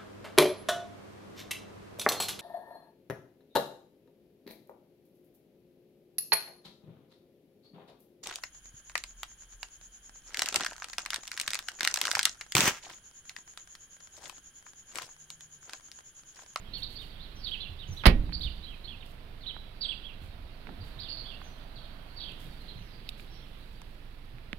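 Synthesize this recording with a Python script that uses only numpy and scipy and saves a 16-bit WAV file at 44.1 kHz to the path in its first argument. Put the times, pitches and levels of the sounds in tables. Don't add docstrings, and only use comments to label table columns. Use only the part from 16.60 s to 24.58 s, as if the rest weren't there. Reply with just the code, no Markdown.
import sys
import numpy as np
from scipy import signal
from scipy.fft import rfft, irfft, next_fast_len
from scipy.io import wavfile

SR = 44100
rng = np.random.default_rng(int(sys.argv[2]) if len(sys.argv) > 2 else 0)


def wav_record(signal):
    frames = np.transpose(np.atleast_2d(signal))
    bounded = np.clip(frames, -1, 1)
    quanta = np.round(bounded * 32767).astype(np.int16)
    wavfile.write(sys.argv[1], SR, quanta)


N = 352138
TIME = np.arange(N) / SR


def from_db(db):
    return 10 ** (np.asarray(db) / 20)


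def level_over_time(points):
    return from_db(np.interp(TIME, *np.transpose(points)))


def at_hz(points, hz):
    known_hz, values = np.transpose(points)
    return np.interp(np.log(np.maximum(hz, 1)), np.log(known_hz), values)


def colour(x, spectrum):
    size = 2 * next_fast_len(x.shape[-1] // 2 + 4096)
    gains = from_db(at_hz(spectrum, np.fft.rfftfreq(size, 1 / SR)))
    cepstrum = irfft(np.log(gains))
    cepstrum[1:size // 2] *= 2
    cepstrum[size // 2 + 1:] = 0
    response = np.exp(rfft(cepstrum))
    return irfft(rfft(x, size) * response)[..., :x.shape[-1]]


# pitch_hz, likeness (0 to 1)
LIKENESS = [(60, 0.97), (150, 0.69), (300, 0.96), (640, 0.26), (1400, 0.01), (3000, 0)]


def diffuse(size):
    padded = next_fast_len(size)
    mid, side = rfft(rng.standard_normal((2, padded)))
    alike = np.clip(at_hz(LIKENESS, np.fft.rfftfreq(padded, 1 / SR)), 0, 1)
    shared = np.sqrt(1 + alike) * mid
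    opposed = np.sqrt(1 - alike) * side * [[1], [-1]]
    return irfft(shared + opposed, padded)[:, :size] * np.sqrt(SR) / 2


def dying(t, t60):
    return (t >= 0) * np.exp(-np.log(1000) * np.maximum(t, 0) / t60)


def ring(t, hz, t60):
    return np.sin(2 * np.pi * hz * t) * dying(t, t60)


def wobble(size, per_s):
    knots = rng.standard_normal(1024)
    return np.interp(TIME[:size] * per_s, np.arange(len(knots)), knots)


def add(out, s, sound):
    start = max(round(s * SR), 0)
    part = sound[..., :max(N - start, 0)]
    out[..., start:start + part.shape[-1]] += part


def knock(db, hz, width_hz, t60):
    t = TIME[:SR // 2]
    burst = diffuse(len(t)) / np.sqrt(SR / 2) * dying(t, t60) + 1e-18
    burst[:, 0] += 4
    r = np.exp(-np.pi * width_hz / SR)
    resonance = [1, 0, -1, 1, -2 * r * np.cos(2 * np.pi * hz / SR), r * r]
    sound = signal.sosfilt([resonance, resonance], burst)
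    return from_db(db) * sound / np.abs(sound).max(axis=1, keepdims=True)


# pitch_hz, level_db_per_hz
AIR_SPECTRUM = [(20, -75), (60, -76.5), (110, -76.5), (200, -81.5), (400, -90.5), (1000, -99.5),
                (2000, -102), (4000, -104), (6000, -110), (7500, -113), (9300, -109), (12000, -113),
                (15500, -115)]
# time_s, level_db
AIR_LEVEL = [(0, -0.5), (2.5, -1.5), (3.9, -1.5), (4.3, 1), (5.2, -1.5), (5.9, 0.5), (6.6, -0.5), (7.6, -3),
             (8, -2.5)]


def open_air():
    return colour(diffuse(N), AIR_SPECTRUM) * level_over_time(AIR_LEVEL)


# pitch_hz, level_db_per_hz
DRONE_SPECTRUM = [(400, -112), (560, -98), (650, -91), (800, -100), (940, -98), (1150, -103), (1500, -101),
                  (2200, -116), (5000, -135)]
# time_s, level_db
DRONE_LEVEL = [(0, -9), (3.9, -3.5), (4.5, 0.5), (5.3, 2), (5.8, -0.5), (6.3, -21), (8, -6)]


def hollow_drone():
    return colour(diffuse(N), DRONE_SPECTRUM) * level_over_time(DRONE_LEVEL)


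THROB_HZ = 22.69
THROB_HARMONICS = [-48, -56, -78, -69.5]


def throb():
    out = np.zeros(N)
    for harmonic, db in enumerate(THROB_HARMONICS, start=1):
        out += from_db(db) * np.cos(2 * np.pi * harmonic * THROB_HZ * TIME)
    return out


# time_s, level_db (relative to the brushing spectrum)
RUSTLE_LEVEL = [(0, -13.5), (2.1, -8.5), (2.7, -19), (4.1, -22), (4.6, -9.5), (5.5, -11), (6.0, -6),
                (6.4, -21), (7.0, -8), (8, -16)]
# start_s, level_db (relative to the brushing spectrum)
SCUFFS = [(0.161, 2.5), (.29, 1.5), (.40, -1), (0.86, -3), (1.32, 1), (1.79, -1.5), (2.45, -2), (3.609, -2),
          (4.235, -2.5), (5.79, 4), (6.57, 1)]
# pitch_hz, level_db_per_hz
BRUSHING_SPECTRUM = [(1000, -122), (3000, -114), (6000, -110), (9500, -107), (13000, -111), (15500, -114)]
SCUFF_RISE_S, SCUFF_LEFT_DB = 0.026, 1.5


def brushing(grain_db=4.5):
    pressure = level_over_time(RUSTLE_LEVEL)
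    for s, db in SCUFFS:
        age = np.maximum(TIME - s, 0) / SCUFF_RISE_S
        pressure += from_db(db) * age * np.exp(1 - age)
    grain_strength = np.repeat(rng.standard_normal(N // 32 + 1), 32)[:N]
    noise = diffuse(N) * pressure * from_db(grain_db * grain_strength)
    return colour(noise, BRUSHING_SPECTRUM) * from_db([[SCUFF_LEFT_DB], [0]])


SHAPES = {"slur": [0.99, 0.96, .83, .72, .65], "arch": [.83, 1, 1, .94, .82, .77, .74], "pip": [.89, 0.98,
          0.99, .98, .9], "peak": [.74, .85, 1, .88, .73], "whistle": [1, 0.96, .91, .89]}
VOICING = {"slur": (1, 0.42), "arch": (9.4, .27), "pip": (0.73, 0.38), "peak": (1, 0.43),
           "whistle": (0, .1)}


def syllable(shape, length_s, top_hz, db, waver=0.018, edge=0.22,
             low_voice=0.32, low_voice_ratio=0.85, quaver_db=2.0):
    size = int(length_s * SR)
    fade_db, hoarseness = VOICING[shape]
    progress = np.linspace(0, 1, size)
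    steps = np.linspace(0, 1, len(SHAPES[shape]))
    pitch = top_hz * np.interp(progress, steps, SHAPES[shape])
    phase = 2 * np.pi * np.cumsum(pitch * (1 + waver * wobble(size, 442.4))) / SR
    flutter = hoarseness * wobble(size, 1279)
    voices = np.sin(phase + flutter)
    voices += low_voice * hoarseness * np.sin(low_voice_ratio * phase + 2 * flutter)
    roughness = 1 + hoarseness * wobble(size, 1115)
    swell = np.sin(np.pi / 2 * np.clip(np.minimum(progress, 1 - progress) / edge, 0, 1))
    loudness = from_db(db - fade_db * progress + quaver_db * wobble(size, 161))
    return loudness * swell * voices * roughness


PHRASES = {"cheer": [("slur", 0, .48, 0.99, 0), ("arch", .59, .45, .71, 2.1)],
           "chirrup": [("pip", 0, 0.287, 1, 0), ("arch", .27, .73, .81, 0.89)],
           "flick": [("slur", 0, 0.58, 0.96, -12.5), ("arch", .48, .52, .87, 4.9)]}


def sing(calls):
    song = np.zeros(N)
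    for s, call, length_s, top_hz, db in calls:
        parts = PHRASES.get(call, [(call, 0, 1, 1, 0)])
        for shape, start, share, ratio, accent_db in parts:
            sound = syllable(shape, share * length_s, ratio * top_hz, db + accent_db)
            add(song, s + start * length_s, sound)
    return song


# start_s,
# syllable or phrase name, length_s, reference pitch_hz, level_db (before path and scattered echoes)
CHIRPS = [ (0.131, "pip", .048, 4460, -51), (0.137, "arch", .066, 3626, -56.5),
          (0.221, "peak", 0.031, 4630, -49.5), (0.353, "chirrup", 0.099, 4610, -55.5),
          (0.588, "peak", 0.084, 4410, -62), (0.75, "slur", .11, 6120, -63),
          (0.835, "cheer", 0.13, 4716, -48.5), (0.992, "arch", .095, 3523, -52.5),
          (0.999, "pip", 0.0326, 4150, -55.5), (1.184, "arch", 0.072, 3790, -56),
          (1.272, "pip", .034, 6700, -57), (1.306, "whistle", .036, 6450, -51.5),
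          (1.364, "arch", .064, 3930, -53.5), (1.727, "pip", 0.037, 4700, -45),
          (1.806, "peak", 0.044, 4786, -50), (1.828, "arch", 0.066, 3664, -47),
          (2.026, "chirrup", .132, 4083, -59.5), (2.238, "chirrup", .12, 4266, -57),
          (2.403, "slur", 0.036, 3890, -64.5), (2.804, "flick", .116, 4590, -51.5),
          (3.206, "cheer", .132, 4790, -47), (3.235, "pip", 0.1, 8500, -64.5),
          (3.434, "arch", 0.098, 3330, -57), (4.204, "pip", 0.025, 4700, -61.5),
          (4.386, "peak", .042, 4800, -50), (4.427, "arch", .066, 3650, -52),
          (4.484, "pip", .04, 4653, -43.5), (4.566, "pip", 0.041, 4553, -48.5),
          (4.645, "arch", 0.11, 3490, -52), (4.825, "whistle", .066, 6570, -55.5),
          (5.154, "slur", .04, 4650, -59), (5.2, "slur", .08, 4500, -64),
          (5.56, "cheer", 0.15, 4720, -53.5), (5.595, "slur", 0.065, 4620, -52.5),
          (6.048, "flick", .066, 4800, -54), (6.17, "whistle", 0.078, 6400, -66),
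          (6.245, "whistle", .15, 5200, -71), (6.694, "pip", 0.083, 5710, -61)]
# time_s, level_db
FAR_LEVEL = [(0, -62), (1, -66.5), (2.6, -75.5), (4.2, -68), (5.7, -67), (6.3, -68), (6.7, -67),
             (7.15, -73), (7.35, -88)]


def far_chirps(count=130):
    songs = [row[1:4] for row in CHIRPS if row[3] < 5000]
    moments = (np.arange(count) + rng.random(count)) * N / SR / count
    choices = rng.integers(len(songs), size=count)
    calls = []
    for s, which in zip(moments, choices):
        db = np.interp(s, *np.transpose(FAR_LEVEL))
        calls.append((s, *songs[which], db))
    return calls


def street(x, t60, build_s, lumpy_db):
    t = TIME[:SR]
    echoes = rng.standard_normal((2, SR)) * dying(t, t60) * (1 - np.exp(-t / build_s))
    lumps = np.interp(t, np.linspace(0, 1, 200), rng.standard_normal(200))
    echoes *= from_db(lumpy_db * lumps)
    echoes /= np.sqrt(np.sum(echoes ** 2, axis=1, keepdims=True))
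    return signal.fftconvolve(x[None], echoes, axes=1)[:, :N]


# time_s, level_db
BIRD_DIRECT = [(0, 6), (.8, 5.5), (3.4, 5.5), (4.5, -1), (5.6, -0.5), (7.9, -6)]
WALL_DELAY_S, WALL_DB = .042, -9.5
BIRD_LEFT_DB = -4.5


def birds(echo_db=0.5):
    near = sing(CHIRPS)
    far = sing(far_chirps())
    direct = near * level_over_time(BIRD_DIRECT)
    add(direct, WALL_DELAY_S, from_db(WALL_DB) * near)
    scattered = street(near + far, t60=0.57, build_s=0.0017, lumpy_db=2.5)
    return (direct + from_db(echo_db) * scattered) * from_db([[BIRD_LEFT_DB], [0]])


# start_s, peak_db, pitch_hz
BUMPS = [(1.091, -40.5, 70), (1.286, -34, 90), (1.845, -30.5, 48.6), (3.609, -40.5, 83.5), (3.789, -44, 59),
         (4.08, -44, 210), (4.171, -39.5, 98), (4.36, -45, 98), (5.85, -42.5, 125.3), (6.15, -42, 109),
         (7.12, -50, 110), (7.72, -48, 105)]
BUMP_T60_S = 0.39


def footfalls(bump_width=0.59):
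    out = np.zeros((2, N))
    for s, db, hz in BUMPS:
        add(out, s, knock(db, hz, bump_width * hz, BUMP_T60_S))
    return out


# start_s, peak_db, pitch_hz, t60_s
TICKS = [(1.4365, -34, 1020, .064), (1.693, -48, 890, .018), (1.724, -42, 1470, 0.0064),
         (2.965, -42.5, 880, 0.0098), (4.07, -44, 1190, 0.015), (4.090, -46.5, 800, .037),
         (4.816, -45.5, 910, 0.021), (5.72, -44.5, 7990, .0034), (6.597, -47, 2330, 0.017),
         (7.217, -44, 6000, .012), (7.218, -49, 950, 0.0093), (7.784, -49, 1400, 0.0081),
         (7.9306, -29.5, 1780, .0008)]
TICK_WIDTH = 1.07
TICK_BODY_HZ, TICK_BODY_DB, TICK_BODY_T60_S = 117, -7, 0.036


def ticks():
    out = np.zeros((2, N))
    for s, db, hz, t60 in TICKS:
        add(out, s, knock(db, hz, TICK_WIDTH * hz, t60))
        thump = knock(db + TICK_BODY_DB, TICK_BODY_HZ, TICK_WIDTH * TICK_BODY_HZ, TICK_BODY_T60_S)
        add(out, s, thump)
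    return out


# start_s, strength_db
CONTACTS = [(1.4555, 1.5), (1.4628, -2)]
# pitch_hz, level_db_per_hz
CLATTER_SPECTRUM = [(100, -71), (200, -44.5), (500, -58.5), (900, -58.5), (1500, -60), (2500, -61),
                    (3800, -65), (4600, -60), (6500, -75), (7700, -81), (9500, -73), (15000, -82)]
# pitch_hz, t60_s
CLATTER_T60 = [(100, 0.23), (400, 0.27), (1000, 0.11), (2500, 0.16), (5000, 0.095), (9000, 0.13),
               (15000, 0.1)]


def clatter():
    t, out = TIME[:SR // 2], np.zeros((2, N))
    centres = np.geomspace(100, 15000, 9)
    bins_hz = np.fft.rfftfreq(len(t), 1 / SR)
    for s, db in CONTACTS:
        noise = rfft(diffuse(len(t)))
        dense_ring = np.zeros((2, len(t)))
        for hz in centres:
            band_gain = at_hz(np.c_[centres, centres == hz], bins_hz)
            dense_ring += irfft(noise * band_gain, len(t)) * dying(t, at_hz(CLATTER_T60, hz))
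        add(out, s, from_db(db) * colour(dense_ring, CLATTER_SPECTRUM))
    return out


SEAL_S = 1.463
# pitch_hz, level_db, t60_s
CABIN_TONES = [(34.3, -10.5, 0.27), (59, -9.5, 0.14), (115, -14.5, 0.1)]
# pitch_hz, level_db, t60_s
PANEL_TONES = [(180.5, -17, 0.21), (241.4, -22.5, 0.3), (306, -40, 0.87), (353, -34.5, 0.16),
               (386, -37, 0.12), (514, -31, 0.16), (563, -48, 0.58), (800, -40, .2), (870, -36.5, 0.11),
               (1180, -31, 0.094), (1386, -30.5, 0.048), (1900, -38, 0.21), (2460, -55, .1),
               (2680, -37, 0.1)]


def cabin_and_panels():
    t, out = TIME[:2 * SR], np.zeros((2, N))
    for k, (hz, db, t60) in enumerate(CABIN_TONES + PANEL_TONES):
        direction = -(-1) ** k
        add(out, SEAL_S, direction * from_db(db) * ring(t, hz, t60))
    return out


# pitch_hz, level_db_per_hz
SHUDDER_SPECTRUM = [(25, -44), (60, -46.5), (110, -57), (180, -57.5), (300, -69), (550, -87), (1000, -90.5),
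                    (3000, -104), (6000, -108), (15000, -120)]


def shudder(t60=1.29, build_s=0.011):
    t, out = TIME[:2 * SR], np.zeros((2, N))
    strength = dying(t, t60) * (1 - np.exp(-t / build_s))
    add(out, SEAL_S, colour(diffuse(len(t)) * strength, SHUDDER_SPECTRUM))
    return out


# pitch_hz, level_db_per_hz
LATCH_SPECTRUM = [(500, -94), (3000, -75), (6800, -64.5), (7800, -80), (9300, -53), (11500, -82),
                  (13300, -67), (15500, -71)]


def latch(centre_s=1.4672, width_s=0.0032):
    t, out = TIME[:2 * SR], np.zeros((2, N))
    snap = np.exp(-.5 * ((t - centre_s) / width_s) ** 2)
    add(out, 0, colour(diffuse(len(t)) * snap, LATCH_SPECTRUM))
    return out


CLICK_S = 6.490
# pitch_hz, peak_db, width_hz, t60_s
CLICK_RESONANCES = [(2820, -40, 400, .006), (3770, -37.5, 350, 0.0092), (5060, -37, 760, 0.0099),
                    (8500, -38, 9800, 0.041)]


def plastic_click():
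    out = np.zeros((2, N))
    for hz, db, width_hz, t60 in CLICK_RESONANCES:
        add(out, CLICK_S, knock(db, hz, width_hz, t60))
    return out


def scene():
    background = open_air() + hollow_drone() + throb()
    walking = brushing() + footfalls()
    tailgate = clatter() + cabin_and_panels() + shudder() + latch()
    return background + walking + birds() + ticks() + tailgate + plastic_click()


# pitch_hz, gain_db
RIGHT_PORT = [(60, 5.5), (200, 2.5), (700, 9.5), (1300, 11), (2400, 13.5), (3500, 13), (4600, 10.5),
              (5400, 3), (6300, -11), (7600, -20), (9000, -9.5), (11000, 3), (13000, 6), (15500, 1)]
CUTOFF_HZ = 15850


def record(dry):
    ports = np.array([dry[0], colour(dry[1], RIGHT_PORT)])
    rounded = 1.346 * np.tanh(ports / 1.27)
    low_pass = signal.ellip(10, .2, 80, CUTOFF_HZ, fs=SR, output="sos")
    return signal.sosfilt(low_pass, rounded)


dry = scene()
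out = record(dry)
wav_record(out)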